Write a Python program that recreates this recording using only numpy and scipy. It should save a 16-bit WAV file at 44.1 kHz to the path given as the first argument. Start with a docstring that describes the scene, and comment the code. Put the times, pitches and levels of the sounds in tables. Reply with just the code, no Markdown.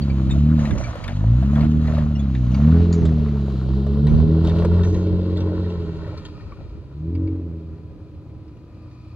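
"""Metal chinks and stones start to knock as a six-cylinder off-road car crawls up a rocky desert wash.
Its exhaust drones on multiples of one bank's firing rate, rising and falling with the revs; tyres grind
gravel in noisy bursts, thuds come as wheels drop off rocks, and the engine bay hisses behind them.
After about six seconds the tyre noise fades as the car drives off. All along, a breeze that weakens
towards the end rumbles on the two microphone ports of a phone, over a faint hiss."""
import sys
import numpy as np
from scipy import signal
from scipy.io import wavfile
from scipy.ndimage import uniform_filter1d

SR = 44100
rng = np.random.default_rng(int(sys.argv[2]) if len(sys.argv) > 2 else 0)


def inscribe(sig):
    """Save sig as 16-bit PCM at rate SR to the path in sys.argv[1].

    A 1-D sig is mono; a 2-D sig holds one channel per row.
    Samples are clipped to [-1, 1] before scaling.
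    """
    pcm = np.round(np.clip(np.atleast_2d(sig).T, -1, 1) * 32767)
    wavfile.write(sys.argv[1], SR, pcm.astype(np.int16))


N = 403515
T = np.arange(N) / SR  # time of each sample in seconds

# Engine over time: [start_s, one_bank_firing_hz, drone_level_db, brightness_db_per_octave]
ENGINE_TIMES = [(0.0, 35.3, -27, 2.5), (0.25, 32.3, -21, 0), (0.53, 39.32, -16.5, -0.5),
                (0.69, 35.37, -29, 3), (1.02, 24.48, -44.5, 0.5), (1.09, 22.94, -38.5, 6),
                (1.27, 27.35, -17.5, -2), (1.5, 35.47, -19.5, -1), (1.58, 36.94, -20, 1.5),
                (1.76, 39.02, -20.5, -0.5), (2.09, 37.34, -22.5, -1), (2.47, 29.7, -24, 1.5),
                (2.73, 41.15, -12, 0), (2.85, 43.9, -15.5, -0.5), (3.39, 34.7, -26, 2),
                (3.64, 31.93, -25, -0.5), (4.3, 39.57, -18, 0.5), (4.92, 45.12, -16.5, -2),
                (5.63, 44.92, -24.5, 1.5), (5.94, 40.44, -30.5, -2.5), (6.55, 38.84, -50, -4.5),
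                (6.62, 35.88, -47.5, -2.5), (6.88, 32.84, -42, -2), (7.08, 41.31, -29, 2.5),
                (7.21, 45.66, -21.5, -1), (7.39, 45.0, -29.5, 1), (7.52, 40.67, -31.5, -1.5),
                (8.03, 39.94, -47, -3.5), (9.15, 28.55, -49.5, 0.5)]
# Lines of the drone; odd ones come from the two banks being unequal: [multiple_of_firing_rate, level_db]
DRONE_LINES = [(1, -27), (2, 2.6), (3, -20), (4, 2.4), (5, -15.5), (6, -3), (7, -14), (8, -9.5), (9, -22.5),
               (10, -12.5), (12, -29), (14, -29)]
# How the exhaust pipe colours the drone: [pitch_hz, level_db]
PIPE_COLOUR = [(40, 2.4), (70, 0.5), (90, -0.9), (115, 5.5), (135, -3), (155, 1.5), (180, -6), (200, 1.5),
               (230, 4.5), (255, -1.5), (275, -2), (295, -8), (318, 5.5), (350, -6.5), (380, -12),
               (425, -10), (480, -11), (550, -6.5), (640, -10)]
# Band of the drone cancelled by the ground echo, lower as the car climbs away: [start_s, pitch_hz, depth_db]
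GROUND_NOTCH_TIMES = [(0, 396, -6.5), (2.4, 369, -19.5), (2.9, 288.9, -15.5), (4.2, 280, -11),
                      (4.9, 262, -30), (6, 252, -13.5), (7.1, 208, -31.5), (9.15, 198.9, -6)]
# Strength of each firing in a full cycle: [strength_ratio]
FIRING_STRENGTHS = [2.2, 0.32, 0.84, 0.28, 0.74, 1.1]
# Low pipe resonances: [pitch_hz, width_hz, level_db]
GROWL_MODES = [(319.3, 36, -0.5), (412.8, 25.7, 3.5)]
# Upper pipe resonances: [pitch_hz, width_hz, level_db]
RASP_MODES = [(541.3, 23, 9.5), (600, 480, -16)]
# Loudness of the growl: [start_s, level_db]
GROWL_LEVELS = [(0, -45), (1.2, -71), (1.76, -37), (2.45, -58), (2.85, -26), (3.5, -35.5), (4.4, -26.5),
                (5.6, -28.5), (6.42, -48.5), (6.88, -52.5), (7.21, -41.5), (7.9, -51), (9.15, -65.5)]
# Loudness of the rasp against the growl: [start_s, level_db]
RASP_LEVELS = [(0, -2.5), (2.5, -21), (4, -19), (5.5, -13.5), (7, -11.5), (8, -5.5), (9.15, -13)]
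# Bands of the low rumble: [pitch_hz, width_hz, level_db]
RUMBLE_MODES = [(44.3, 28, -4), (90.4, 40, 5), (154, 80, -11.5), (305.3, 20, -0.5), (451, 70, -16)]
# Sizes of stone in the gravel: [pitch_hz, width_hz, level_db]
GRAVEL_MODES = [(611.5, 180, 1), (1086, 316, -3.5), (1344, 280, -9), (1818, 350, -15)]
# A tyre crushing through loose rubble: [start_s, length_s, level_over_steady_grind_db]
CRUNCH_EVENTS = [(0.588, .12, 9.5), (0.767, 0.34, 7.5), (1.39, 0.07, 5.5), (1.509, .15, 8.5),
                 (1.83, .2, 9.5), (2.506, 0.35, 7), (2.896, .22, 3), (4.143, 0.0852, 7), (4.43, 0.083, 9.5),
                 (4.528, 0.15, 8.5), (4.715, 0.18, 6), (5.4, 0.34, 1), (6.02, 0.1, 2.5)]
# Gain of the tyre and bay noises, lost with distance and behind the crest: [start_s, level_db]
DISTANCE_FADE = [(0, 2.2), (2, -1), (4.6, -1.5), (6.1, -4), (6.85, -16), (8.3, -19.5), (9.15, -16.5)]
# Low thuds as a wheel drops off a rock: [start_s, level_db, pitch_hz]
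THUD_EVENTS = [(0.87, -18, 73.4), (3.979, -16.5, 78), (4.032, -10, 148), (4.219, -15.5, 68.53),
               (4.751, -19, 100.1), (5.55, -20, 62.02), (6.05, -16.5, 108), (6.441, -21, 82),
               (6.679, -21, 55.4), (7.218, -24, 60.46)]
# Stones knocking under the tyres: [start_s, level_db, pitch_hz]
KNOCK_EVENTS = [(0.358, -27.5, 636), (0.617, -31, 570), (0.673, -23, 635), (0.752, -24, 560),
                (0.804, -23, 582), (0.878, -24, 684), (0.954, -22, 572), (1.425, -23, 696.6),
                (1.633, -25, 696), (1.935, -20.5, 658), (1.98, -18, 615), (3.052, -23.5, 607),
                (3.121, -30, 689.7), (3.865, -24, 605), (3.97, -26, 492), (4.478, -22, 580),
                (4.559, -22, 574.7), (4.621, -18.5, 556), (4.647, -11, 494), (4.961, -23, 509),
                (5.568, -33, 548), (6.076, -27.5, 563.8), (6.521, -33, 1158)]
# Bright clacks of stones: [start_s, level_db, pitch_hz, relative_top_end_db]
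CLACK_EVENTS = [(0.3007, -38, 1810, -18), (0.591, -38.5, 1770, -13), (0.6536, -34, 1930, -30),
                (0.7083, -32, 1660, -22), (0.779, -38.5, 2320, -7), (1.04, -34, 2260, -28),
                (1.08, -31.5, 1725, -30), (1.4304, -46, 1700, -27), (1.6455, -38.5, 1470, -29),
                (1.5554, -35.5, 1620, -36), (1.609, -37, 2090, -32), (1.8744, -38, 1960, -24),
                (1.9474, -40.5, 1830, -24), (2.351, -37, 1767, -26), (2.5162, -48, 2820, -10),
                (2.545, -36, 2202, -32), (2.9270, -38, 4350, -17), (3.0535, -36.5, 3570, -32),
                (4.0694, -33.5, 1875, -24), (4.447, -42.5, 3500, -26), (4.4719, -35, 2970, -24),
                (4.497, -35.5, 1710, -33), (4.5859, -40.5, 2820, -36), (4.8345, -36.5, 1728, -12),
                (4.848, -44, 1868, -27), (4.9442, -38, 1898, -16), (5.3715, -42, 3500, -28),
                (5.4045, -40, 2730, -32), (6.1741, -43, 4330, -34), (6.2513, -39, 3220, -36),
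                (7.1514, -47, 2286, -35), (7.2738, -53, 2226, -32), (8.4797, -59, 2425, -30),
                (8.9111, -59, 1773, -15)]
# Ringing modes of a clacking stone: [ratio_to_pitch, level_db]
STONE_MODES = [(1, 13), (.56, 3.5), (2, -4.5), (2.1, 11), (2.3, -23.5)]
# Metal shackles chinking as the body rocks: [start_s, level_db, pitch_hz]
CHINK_EVENTS = [(0.017, -32.5, 4540), (0.0974, -36, 2350), (0.3074, -26, 3650), (0.84, -31.5, 2290),
                (2.153, -37, 2850), (2.1923, -37, 3440), (2.9245, -30, 6763)]
# Ringing modes of a shackle: [ratio_to_pitch, level_db]
SHACKLE_MODES = [(1, 1.6), (.7, -10.5), (1.96, -4.5)]
# Bands of the engine bay's hiss: [pitch_hz, width_hz, level_db]
BAY_MODES = [(1490, 1200, -15.5), (2940, 1400, 25), (3870, 710, 20)]
# Bands of the fan noise: [pitch_hz, width_hz, level_db]
FAN_MODES = [(1220, 64, 12), (2475, 140, 4), (4500, 910, -7.5), (8540, 570, -20.5)]
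# Loudness of the fan: [start_s, level_db]
FAN_LEVELS = [(0, -67.5), (2.3, -65.5), (3.2, -75.5), (5.8, -62.5), (6.4, -53.5), (6.9, -66), (8.6, -68),
              (8.85, -60.5), (9.15, -59.5)]
# Bands of the flung sand: [pitch_hz, width_hz, level_db]
SAND_MODES = [(6730, 920, 4.5), (8600, 2200, -6), (13100, 3100, -21)]
# Echo off the bank beside the track, which combs the sound: [start_s, share_ratio]
BANK_ECHO_SHARES = [(0, 0.1), (3.4, 0.097), (4.2, 0.44), (6, 0.89), (7, 0.28), (9.15, 0.15)]
# Bounce off the ground: [start_s, share_ratio]
GROUND_SHARES = [(0, 0), (3.3, .05), (3.8, .7), (5.5, .7), (6.3, .25), (9.15, .2)]
# How much later the left port hears the car: [start_s, lag_samples]
LEFT_PORT_LAG = [(0, -4), (1.8, -4), (3.5, 0), (5.5, 3), (9.15, 2)]
# Loudness of the breeze: [start_s, level_db]
BREEZE_LEVELS = [(0, -34), (6, -40), (9.15, -60.5)]
# Gusts on the ports: [start_s, length_s, level_db, left_minus_right_db]
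GUST_EVENTS = [(0.664, 0.13, -24, -5), (1.594, 0.4, -35, -7), (2.698, 0.46, -31.5, -3.5),
               (3.97, .3, -24, -16.5), (4.391, .8, -32.5, 4.5), (6.402, 0.33, -45, 20)]
# Colour of the left port: [pitch_hz, width_hz, share_added_ratio]
LEFT_PORT_COLOUR = [(2040, 1700, 0.73), (7900, 5100, -0.6)]

FLYWHEEL_S = .08  # the revs are smoothed over this time
NOTCH_OCTAVES, WAVER_DB = 0.22, 1.1  # width of the notch; each line wavers a little
UNEVEN_DB_PER_HZ = 0.72  # odd multiples grow with the revs
RUMBLE_DB, RUMBLE_FOLLOWS = -30, 0.45  # level when the drone is at -16.5 dB; dB per dB of drone
RUMBLE_LEAST_DB = -40.5  # the rumble's floor, before its random waver
GRIND_DB, BAY_DB, SPRAY_DB = -44, -53.5, -66.5  # before the fade and crunches
CRUNCH_EDGE_S, CRUNCH_BAY, CRUNCH_SPRAY = 0.046, 0.47, 0.51  # shares of its dB in the hiss and the sand
BAY_DB_PER_HZ = 0.11  # the engine bay hisses more at higher revs
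# T60 is the time to die away by 60 dB; ROUGH is the random phase step a sample, in radians
THUD_T60_S, THUD_ROUGH = .24, .016
KNOCK_T60_S, KNOCK_ROUGH = .045, .06
CLACK_T60_S, CLACK_ROUGH, CLACK_RISE_S = .05, .08, .0012
CHINK_T60_S, CHINK_ROUGH, CHINK_RISE_S = .09, .055, .003
RINGING, SMALL_CLACK_DB = .12, -50  # share of a clack that rings; least level before the fade
WHINE_HZ, WHINE_DB = 995, -64
BANK_ECHO_S, GROUND_DIP_HZ = 0.002069, 2100
BREEZE_PAN_DB, WIND_WIDTH, GUST_EDGE_S = -12, .55, 0.13  # left minus right; opposed share; edge time
AIR_DB, SELF_NOISE_DB, TOP_HZ = -73, -102, 15700


def undb(db):
    """Turn decibels into gain."""
    return 10 ** (np.asarray(db) / 20)


def unit(x):
    """Scale to an average (rms) strength of 1."""
    return x / np.sqrt(np.mean(x ** 2))


def curves(table):
    """Draw each column of a time table as a curve with one value a sample."""
    s, *columns = np.transpose(table)
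    return [np.interp(T, s, column) for column in columns]


def ring(x, hz, width_hz):
    """Resonate at one pitch, with gain 1 at the centre."""
    return signal.lfilter(*signal.iirpeak(hz, hz / width_hz, fs=SR), x)


def body(x, modes):
    """Add up resonances, each filtered twice for steep sides, and scale to rms 1."""
    total = 0
    for hz, width_hz, db in modes:
        stage_width_hz = 1.5 * width_hz  # two passes narrow the band again
        once = ring(x, hz, stage_width_hz)
        total = total + undb(db) * ring(once, hz, stage_width_hz)
    return unit(total)


def walk(rate_hz):
    """Wander at random: hold levels for 1 / rate_hz seconds, smooth them twice and scale to rms 1."""
    hold = int(SR / rate_hz)
    steps = np.repeat(rng.standard_normal(N // hold + 1), hold)
    smooth = uniform_filter1d(uniform_filter1d(steps, hold), hold)
    return unit(smooth[:N])


def grains(per_s, spread_db, bed):
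    """Scatter random clicks of uneven size over a bed of noise."""
    size_db = spread_db * np.minimum(rng.exponential(size=N), 2.2)
    happens = rng.random(N) < per_s / SR
    clicks = happens * rng.standard_normal(N) * undb(size_db)
    return unit(clicks) + bed * rng.standard_normal(N)


def spread(make, share):
    """Make a wide source: one part common to both ports, one opposed."""
    return make() + share * make() * np.array([[1], [-1]])


def later(x, delay_s):
    """Delay each channel, even by a fraction of a sample."""
    return np.array([np.interp(T - delay_s, T, channel) for channel in x])


def swell(s, length, edge_s):
    """Rise, hold and fall within 0 to 1; a very short swell stays below 1."""
    return np.clip(np.minimum(T - s, s + length - T) / edge_s + .5, 0, 1)


def blow(s, hz, t60, phase_steps):
    """Give the start sample and a dying tone whose pitch wavers, as from one sharp hit."""
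    t = np.arange(len(phase_steps)) / SR
    decay = np.exp(-np.log(1000) * t / t60)
    return int(s * SR), decay * np.sin(2 * np.pi * hz * t + np.cumsum(phase_steps))


def drone(hz, level_db, bright_db, cycles):
    """Add clean lines on multiples of the firing rate, coloured by pipe and ground echo."""
    notch_hz, notch_db = curves(GROUND_NOTCH_TIMES)
    lines = 0
    for k, db in DRONE_LINES:
        octaves_off = np.log2(k * hz / notch_hz)
        pipe_db = np.interp(k * hz, *np.transpose(PIPE_COLOUR))
        colour_db = pipe_db + notch_db * np.exp(-(octaves_off / NOTCH_OCTAVES) ** 2)
        uneven_db = k % 2 * UNEVEN_DB_PER_HZ * (hz - hz.mean())
        line_db = level_db + db + colour_db + bright_db * np.log2(k / 2) + uneven_db + WAVER_DB * walk(16)
        # all multiples dip together once a firing: a sharp suction pulse
        lines = lines - np.sqrt(2) * undb(line_db) * np.cos(k * 2 * np.pi * cycles + 0.21 * k)
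    return lines


def pipe_growl(firing, count):
    """Let unequal firing puffs excite the low growl and upper rasp of the pipe."""
    strength = np.array(FIRING_STRENGTHS)[count % len(FIRING_STRENGTHS)]
    puffs = firing * (strength + .3 * rng.standard_normal(N))
    puffs = puffs + 0.045 * rng.standard_normal(N)
    growl = body(puffs, GROWL_MODES) + undb(curves(RASP_LEVELS)[0]) * body(puffs, RASP_MODES)
    return undb(curves(GROWL_LEVELS)[0]) * growl


def rumble(firing, level_db):
    """Shape random firing kicks and noise into a wide rumble that partly follows the drone."""
    def kicks():
        rough = unit(firing * rng.standard_normal(N)) + 2.9 * rng.standard_normal(N)
        return body(rough, RUMBLE_MODES)
    follow_db = RUMBLE_DB + RUMBLE_FOLLOWS * (level_db + 16.5)
    gain = np.hypot(undb(follow_db), undb(RUMBLE_LEAST_DB)) * undb(1.4 * walk(6.2))
    return gain * spread(kicks, 0.12)


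def exhaust():
    """Drive drone, growl and rumble from one slightly unsteady firing rate."""
    hz, level_db, bright_db = curves(ENGINE_TIMES)
    hz = uniform_filter1d(hz, int(FLYWHEEL_S * SR))
    cycles = np.cumsum(hz * (1 + .002 * walk(25))) / SR
    count = np.floor(2 * cycles).astype(int)  # firings of both banks
    firing = np.diff(count, prepend=0)
    return drone(hz, level_db, bright_db, cycles) + pipe_growl(firing, count) + rumble(firing, level_db)


def crunch():
    """Add up the level rises in dB as tyres crush loose rubble."""
    return sum(db * swell(s, length, CRUNCH_EDGE_S) for s, length, db in CRUNCH_EVENTS)


def gravel(fade_db, crunch_db):
    """Crackle each size of stone on its own, at its own pitch; the small ones spread wider."""
    stones = 0
    for hz, width_hz, db in GRAVEL_MODES:
        def crackle():
            return body(grains(400, 5.3, 0.44), [(hz, width_hz, 0)])
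        stones = stones + undb(db) * spread(crackle, min(hz / 3300, 1))
    return unit(stones) * undb(GRIND_DB + fade_db + crunch_db + 1.5 * walk(25))


def thuds():
    """Bump softly and roughly, like tyre and suspension, with quickly dying low tones."""
    out, t = np.zeros(N + 20000), np.arange(20000) / SR
    for s, db, hz in THUD_EVENTS:
        i, hit = blow(s, hz, THUD_T60_S, THUD_ROUGH * rng.standard_normal(20000))
        soft_hit = hit * (1 - np.exp(-t / 0.0099))
        out[i:i + 20000] += undb(db) * ring(soft_hit, hz, 4.5 * hz)
    return out[:N]


def knocks():
    """Hit dully, like stones rolling over under the tread, each with a rougher overtone."""
    out, t = np.zeros(N + 6000), np.arange(6000) / SR
    for s, db, hz in KNOCK_EVENTS:
        chance = rng.standard_normal((2, 6000))
        i, hit = blow(s, hz, KNOCK_T60_S, KNOCK_ROUGH * chance[0])
        _, overtone = blow(s, 2 * hz, .5 * KNOCK_T60_S, 2 * KNOCK_ROUGH * chance[1])
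        out[i:i + 6000] += 1.49 * undb(db) * (hit + 0.4 * overtone) * (1 - np.exp(-t / 0.0022))
    return out[:N]


def small_clacks(count=24):
    """Scatter many faint clacks at random times, fading with the car."""
    when, size, pitch = rng.random((count, 3)).T
    start_s = when * T[-1]
    level_db = SMALL_CLACK_DB + 6 * size + np.interp(start_s, *np.transpose(DISTANCE_FADE))
    pitch_hz = 1700 * 1.8 ** pitch
    return [(s, db, hz, -25) for s, db, hz in zip(start_s, level_db, pitch_hz)]


def clacks():
    """Mix a tick, a dry snap of quick cracks, a share of ringing modes and a rattling top end."""
    out, t = np.zeros(N + 6000), np.arange(6000) / SR
    for s, db, hz, top_db in CLACK_EVENTS + small_clacks():
        chance = rng.standard_normal((8, 6000))
        modes = 0
        for (ratio, mode_db), c in zip(STONE_MODES, chance[3:]):
            _, tone = blow(s, ratio * hz, CLACK_T60_S, CLACK_ROUGH * c)
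            modes = modes + undb(mode_db) * (ratio * hz < 8000) * tone  # no modes from 8 kHz up
        rattle = undb(2.8 * unit(uniform_filter1d(chance[0], 120))) * (1 - np.exp(-t / CLACK_RISE_S))
        cracks = body(chance[1], [(hz, 0.47 * hz, 0), (0.43 * hz, 0.25 * hz, 1.5)])
        snap = cracks * np.exp(-t / 0.017) * rattle
        top = body(chance[2], [(6200, 670, 0)]) * np.exp(-t / 0.11) * rattle
        tick = body(chance[1], [(2150, 3600, 0)]) * np.exp(-t / 0.001)
        dry_part = 0.87 * (1 - RINGING) * (snap + 1.1 * tick)
        i = int(s * SR)
        out[i:i + 6000] += undb(db) * (1.72 * RINGING * modes + dry_part + 1.3 * undb(top_db) * top)
    return out[:N]


def chinks():
    """Ring metal shackles briefly and clearly at a few modes each."""
    out, t = np.zeros(N + 6000), np.arange(6000) / SR
    rise = 1 - np.exp(-t / CHINK_RISE_S)
    for s, db, hz in CHINK_EVENTS:
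        for ratio, mode_db in SHACKLE_MODES:
            i, hit = blow(s, ratio * hz, CHINK_T60_S, CHINK_ROUGH * rng.standard_normal(6000))
            out[i:i + 6000] += undb(db + mode_db) * (ratio * hz < 8000) * hit * rise
    return out[:N]


def sand_spray(fade_db, crunch_db):
    """Hiss like flung sand: dense fine grains in high bands, stronger in the crunches."""
    level_db = SPRAY_DB + fade_db + CRUNCH_SPRAY * crunch_db + 1.1 * walk(17)
    return spread(lambda: body(grains(2500, 4, 2.6), SAND_MODES), 0.99) * undb(level_db)


def engine_bay(fade_db, crunch_db):
    """Hiss with grainy noise that grows with the revs and the crunches."""
    revs = curves(ENGINE_TIMES)[0]
    level_db = BAY_DB + fade_db + CRUNCH_BAY * crunch_db + BAY_DB_PER_HZ * (revs - revs.mean())
    return spread(lambda: body(grains(1500, 5, 1.5), BAY_MODES), .45) * undb(level_db + .8 * walk(16))


def fan():
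    """Blow smooth noise through the fan's bands at its own changing level."""
    return spread(lambda: body(rng.standard_normal(N), FAN_MODES), 0.37) * undb(curves(FAN_LEVELS)[0])


def whine():
    """Hold one faint, steady tone."""
    return undb(WHINE_DB) * np.sin(2 * np.pi * WHINE_HZ * T)


def reflections(noise):
    """Add a dull echo off the bank and a bounce off the ground; delayed copies comb the sound."""
    dull = signal.lfilter(*signal.butter(2, 2600, fs=SR), noise)
    softened = signal.lfilter(*signal.butter(1, 5000, fs=SR), noise)
    # half a period late cancels the dip pitch; the softening filter adds about 0.03 ms itself
    bounce = later(softened, .5 / GROUND_DIP_HZ - .00003)
    echo = later(dull, BANK_ECHO_S)
    return noise + curves(BANK_ECHO_SHARES)[0] * echo + curves(GROUND_SHARES)[0] * bounce


def breeze():
    """Flutter a low wind noise on the ports, with a few stronger gusts."""
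    def pan(db):
        return undb(np.array([[db], [-db]]) / 2)
    gain = undb(curves(BREEZE_LEVELS)[0]) * pan(BREEZE_PAN_DB)
    for s, length, db, pan_db in GUST_EVENTS:
        gain = gain + undb(db) * swell(s, length, GUST_EDGE_S) * pan(pan_db)
    wind = spread(lambda: body(rng.standard_normal(N), [(50.3, 61, 5.5), (121, 70, -14.5)]), WIND_WIDTH)
    return wind * gain * undb(3.8 * walk(27))


def air():
    """Lay down a faint, steady, broad noise around 1500 Hz."""
    return undb(AIR_DB) * spread(lambda: unit(ring(rng.standard_normal(N), 1500, 2500)), .6)


def scene():
    """Mix the car, let it reach the two ports a few samples apart, and add breeze and air."""
    fade_db, crunch_db = curves(DISTANCE_FADE)[0], crunch()
    noise = gravel(fade_db, crunch_db) + clacks() + chinks()
    noise = noise + sand_spray(fade_db, crunch_db) + engine_bay(fade_db, crunch_db) + fan()
    car = exhaust() + thuds() + knocks() + whine() + reflections(noise)
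    half_lag_s = curves(LEFT_PORT_LAG)[0] / SR / 2
    left = np.interp(T - half_lag_s, T, car[0])
    right = np.interp(T + half_lag_s, T, car[1])
    return np.array([left, right]) + breeze() + air()


def record(dry):
    """Colour the left port, add the phone's faint hiss, cut deep bass, round peaks and cut the top."""
    left = dry[0] + sum(share * ring(dry[0], hz, width_hz) for hz, width_hz, share in LEFT_PORT_COLOUR)
    hiss = undb(SELF_NOISE_DB) * spread(lambda: rng.standard_normal(N), .5)
    heard = np.array([left, dry[1]]) + hiss
    low_cut = signal.butter(3, 38, "high", fs=SR, output="sos")
    rounded = np.tanh(0.7 * signal.sosfilt(low_cut, heard)) / 0.87
    top_cut = signal.ellip(8, .2, 70, TOP_HZ, fs=SR, output="sos")
    return signal.sosfilt(top_cut, rounded)


dry = scene()
out = record(dry)
inscribe(out)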